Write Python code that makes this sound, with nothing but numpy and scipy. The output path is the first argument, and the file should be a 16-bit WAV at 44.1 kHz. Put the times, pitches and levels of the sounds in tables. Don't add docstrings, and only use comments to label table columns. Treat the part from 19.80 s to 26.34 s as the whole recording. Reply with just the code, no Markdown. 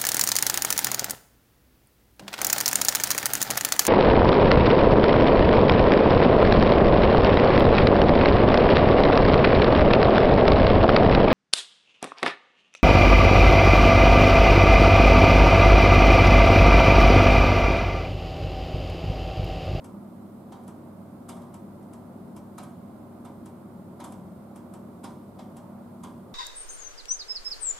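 import sys
import numpy as np
from scipy import signal
from scipy.fft import rfft, irfft
from scipy.io import wavfile

SR = 44100
rng = np.random.default_rng(int(sys.argv[2]) if len(sys.argv) > 2 else 0)


def output_pcm(signal):
    pcm = np.clip(np.atleast_2d(signal).T, -1, 1) * 32767
    wavfile.write(sys.argv[1], SR, np.round(pcm).astype(np.int16))


N = 288414
T = np.arange(SR) / SR
LEAD_S = .01

# f/Hz, level/dB per Hz
RUMBLE_SPECTRUM = [(30, -112), (45, -91), (66, -84), (88, -77), (125, -77), (160, -73), (185, -67.5),
                   (228, -68.5), (272, -73), (325, -72), (400, -77), (470, -86.5), (560, -94.5),
                   (1000, -130)]
TRAFFIC_SPECTRUM = [(200, -110), (460, -87.5), (560, -77.5), (700, -81), (830, -85), (1000, -85.5),
                    (1400, -93.5), (1750, -105), (2100, -105), (2700, -115), (6000, -135)]
HISS_SPECTRUM = [(1000, -117), (3600, -112), (4800, -114), (6000, -118), (7500, -114), (9400, -110.5),
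                 (11200, -112.5), (12000, -112), (12600, -109), (13400, -113), (13900, -110), (14500, -114),
                 (15500, -117)]
# f/Hz, side minus mid/dB, left minus right/dB
STREET_IMAGE = [(60, -44, 0), (130, -40, -1), (257, -12.5, 1), (547, -6.5, -1.5), (1100, -3.5, -3),
                (2200, -2, -2), (4500, 0, 0.5), (9000, -0.5, -.3), (13000, -0.5, -2)]
# f/Hz, rms level/dB, sway/dB
VENT_TONES = [(100.1, -57, 1), (137.4, -59, 1), (179.7, -55.5, 4.5), (201.4, -51.5, 3), (236, -51, 2),
              (301.3, -64.5, 2.5), (373.8, -64, 4)]
# t before the last/s, relative level/dB
SLIP_STEPS = [(0.018, -11), (.0049, -7), (.0034, -1.5), (0, -0.5)]
# f/Hz, relative level/dB, t60/s
FRAME_MODES = [(253.4, 4.5, 0.98), (320, -2, 0.91), (528.7, -7.5, 1), (575, -3.5, 0.55), (615, -6.5, .5),
               (745, -5, 0.41), (800, 0.5, 0.39), (922, -1, 0.4), (940, -5, 0.26), (1006, -1, 0.53),
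               (1080, -9.5, 0.44), (1140, -8, 0.51), (1196, -8.5, 1), (1260, -7.5, 0.32),
               (1306, -4.5, 0.17), (1410, -15, 0.31), (1577, -12.5, 0.43), (1890, -19, 0.23),
               (2114, -16.5, 0.39), (2280, -17, 0.44), (3200, -19, 0.33), (8250, -26, 0.29)]
# f/Hz, gain/dB
THUD_EQ = [(200, -9), (450, -11), (750, 9.5), (860, -9), (1000, 4.5), (1300, -1.5), (1800, -12),
           (3000, -50)]
RASP_EQ = [(1200, 8.5), (2000, 0), (3500, 0), (4300, -3), (6500, -0.5), (8400, 2), (9300, -1), (10100, 1),
           (11000, -6), (11700, 0.5), (12500, -10), (15000, -25)]
CLICK_EQ = [(2500, -31), (6500, -18), (8300, -7), (9300, -7), (10000, 4), (11000, -9), (12500, -17),
            (15000, -40)]
CRACK_EQ = [(1000, -0.5), (1800, -0.5), (2250, 2.5), (2600, 0), (3300, 4), (4300, -1), (5800, -2.5),
            (8000, -8), (13000, -42)]
SNAP_EQ = [(3500, -40), (5500, -6), (7500, 1), (8400, 5), (9200, 0), (10200, 2.5), (11600, 2), (12400, -11),
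           (15000, -28)]
# t/s, level/dB
LIGHT_SLIPS = [(0.0463, -54), (.838, -68), (0.881, -55), (1.744, -55), (2.029, -69), (2.1364, -57),
               (2.5669, -54.5), (3.661, -56), (4.3243, -56), (4.7618, -55.5), (4.94, -55.5), (5.7705, -55)]
# t/s, level/dB, snap over crack/dB, boosted ring f/Hz
HEAVY_SLIPS = [(.7263, -58, -4, 785), (1.4936, -51, 3.5, 650), (1.570, -68.5, 0, 880), (1.622, -68, 1, 895),
               (2.7854, -51.5, 1.5, 1280), (2.836, -62.5, 7, 1240), (3.454, -61, 2, 920),
               (4.2044, -53, -3.5, 910), (4.2445, -54.5, 5.5, 980), (5.2433, -50.5, -0.5, 974),
               (5.307, -73, 5, 970), (5.5943, -56, -6.5, 660), (6.2393, -54, 2, 1090)]


def undb(db):
    return 10 ** (np.asarray(db) / 20)


def curve(table, hz, column=1):
    rows = np.array(table, float)
    return np.interp(np.log(hz + 1e-9), np.log(rows[:, 0]), rows[:, column])


def noise(spectrum):
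    hz = np.fft.rfftfreq(N, 1 / SR)
    return irfft(rfft(rng.standard_normal(N)) * undb(curve(spectrum, hz)) * np.sqrt(SR / 2), N)


def stereo(mid, side, pan_db):
    return np.array([(mid + side) * undb(pan_db / 2), (mid - side) * undb(-pan_db / 2)])


def drift(rate_hz):
    hz = np.fft.rfftfreq(N, 1 / SR)
    slow = irfft(rfft(rng.standard_normal(N)) * np.exp(-(hz / rate_hz) ** 2), N)
    return (slow - slow.mean()) / slow.std()


def street(rumble_sway_db=0.93, traffic_sway_db=0.5):
    rumble_gain = undb(rumble_sway_db * drift(5.8))
    traffic_gain = undb(-traffic_sway_db * drift(1.7))
    mid, side = (rfft(rumble_gain * noise(RUMBLE_SPECTRUM)
                      + traffic_gain * noise(TRAFFIC_SPECTRUM)
                      + noise(HISS_SPECTRUM)) for _ in range(2))
    hz = np.fft.rfftfreq(N, 1 / SR)
    side = side * undb(curve(STREET_IMAGE, hz))
    return irfft(stereo(mid, side, pan_db=curve(STREET_IMAGE, hz, column=2)), N)


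def ventilation(wander_rad=0.36, side_db=-15):
    out = 0
    for hz, db, sway_db in VENT_TONES:
        phase = 2 * np.pi * hz * np.arange(N) / SR + wander_rad * drift(2.4)
        sway = undb(sway_db * drift(4.4))
        amplitude = sway * undb(db) * np.sqrt(2 / np.mean(sway ** 2))
        side = undb(side_db) * amplitude * np.cos(phase + drift(2.8))
        out = out + stereo(amplitude * np.sin(phase), side, pan_db=0)
    return out


def decay(t60, early_s=0):
    age = T - LEAD_S + early_s
    return (age >= 0) * np.exp(-np.log(1000) * np.maximum(age, 0) / t60)


def stepped(t60):
    power = sum((undb(db) * decay(t60, early_s)) ** 2 for early_s, db in SLIP_STEPS)
    return np.sqrt(power / power.max())


def echoing(direct_db, direct_t60, near_t60, street_db, street_t60):
    direct = undb(direct_db) * stepped(direct_t60)
    tail = undb(street_db) * stepped(street_t60)
    return np.sqrt(direct ** 2 + stepped(near_t60) ** 2 + tail ** 2)


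def panel(eq, ripple_db, width_hz):
    hz = np.fft.rfftfreq(len(T), 1 / SR)
    window = np.exp(-(np.arange(-500, 501) / width_hz) ** 2)
    ripple = signal.fftconvolve(rng.standard_normal(len(hz)), window, "same")
    return undb(curve(eq, hz) + ripple_db * ripple / ripple.std())


def burst(envelope, colour, side_db, pan_db):
    pair = irfft(rfft(envelope * rng.standard_normal((2, len(T)))) * colour, len(T))
    mid, side = pair * np.linalg.norm(envelope) / np.linalg.norm(pair, axis=1, keepdims=True)
    return stereo(mid, side * undb(side_db), pan_db)


def boost(sound, hz, width_hz, db):
    band = signal.lfilter(*signal.iirpeak(hz, hz / width_hz, fs=SR), sound)
    return sound + (undb(db) - 1) * band


def place(out, at_s, sound):
    start = int((at_s - LEAD_S) * SR)
    part = sound[:, :N - start]
    out[:, start:start + part.shape[1]] += part


def frame_ring(ring_hz, vary_db=1.5, spread_rad=0.46, modes_db=-7.0, thud_db=-2.0, pan_db=-0.5):
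    ring = 0
    for hz, db, t60 in FRAME_MODES:
        phase = rng.uniform(0, 2 * np.pi) + spread_rad * rng.standard_normal((2, 1))
        gain = undb(db + vary_db * rng.standard_normal())
        ring = ring + gain * stepped(t60) * np.sin(2 * np.pi * hz * T + phase)
    ring = ring * undb(modes_db + np.array([[pan_db], [-pan_db]]) / 2)
    thud_env = np.hypot(stepped(0.05), undb(-6) * stepped(0.63))
    thud_colour = panel(THUD_EQ, ripple_db=2.5, width_hz=27)
    thud = undb(thud_db) * burst(thud_env, thud_colour, side_db=-16, pan_db=-2.0)
    return boost(ring + thud, ring_hz, width_hz=122, db=7.0)


def ticks(click_over_rasp_db=12.5, bounce_s=0.015, bounce_db=-6):
    out = np.zeros((2, N))
    rasp_env = echoing(direct_db=-1, direct_t60=.008, near_t60=0.13, street_db=-7, street_t60=0.33)
    pavement_bounce = undb(bounce_db) * decay(.015, early_s=-bounce_s)
    rasp_env = np.hypot(rasp_env, pavement_bounce)
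    click_env = undb(click_over_rasp_db) * decay(0.0032, early_s=.0004)
    rasp_colour = panel(RASP_EQ, ripple_db=2.5, width_hz=42)
    click_colour = panel(CLICK_EQ, ripple_db=3.0, width_hz=74)
    for at_s, db in LIGHT_SLIPS:
        rasp = burst(rasp_env, rasp_colour, side_db=-9, pan_db=1.0)
        click = burst(click_env, click_colour, side_db=-3, pan_db=3)
        place(out, at_s, undb(db) * (rasp + click + frame_ring(ring_hz=950)))
    return out


def knocks(full_slip_db=-52, full_ring_db=-45, ring_db_per_db=.55):
    out = np.zeros((2, N))
    crack_env = echoing(direct_db=-9, direct_t60=0.0059, near_t60=0.19, street_db=-12, street_t60=0.68)
    snap_env = echoing(direct_db=5, direct_t60=0.0075, near_t60=0.069, street_db=-10.5, street_t60=0.46)
    for at_s, db, snap_db, ring_hz in HEAVY_SLIPS:
        crack = burst(crack_env, panel(CRACK_EQ, ripple_db=2.5, width_hz=39), side_db=-9.5, pan_db=-1)
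        snap = burst(snap_env, panel(SNAP_EQ, ripple_db=1.5, width_hz=46), side_db=-4, pan_db=0.5)
        attack = boost(crack + undb(snap_db) * snap, hz=3450, width_hz=570, db=1.5)
        ring_gain = undb(full_ring_db + ring_db_per_db * (db - full_slip_db))
        place(out, at_s, undb(db) * attack + ring_gain * frame_ring(ring_hz))
    return out


def scene():
    return knocks() + ticks() + street() + ventilation()


def record(dry):
    return signal.sosfilt(signal.ellip(10, .2, 70, 15600, fs=SR, output="sos"), dry)


dry = scene()
out = record(dry)
output_pcm(out)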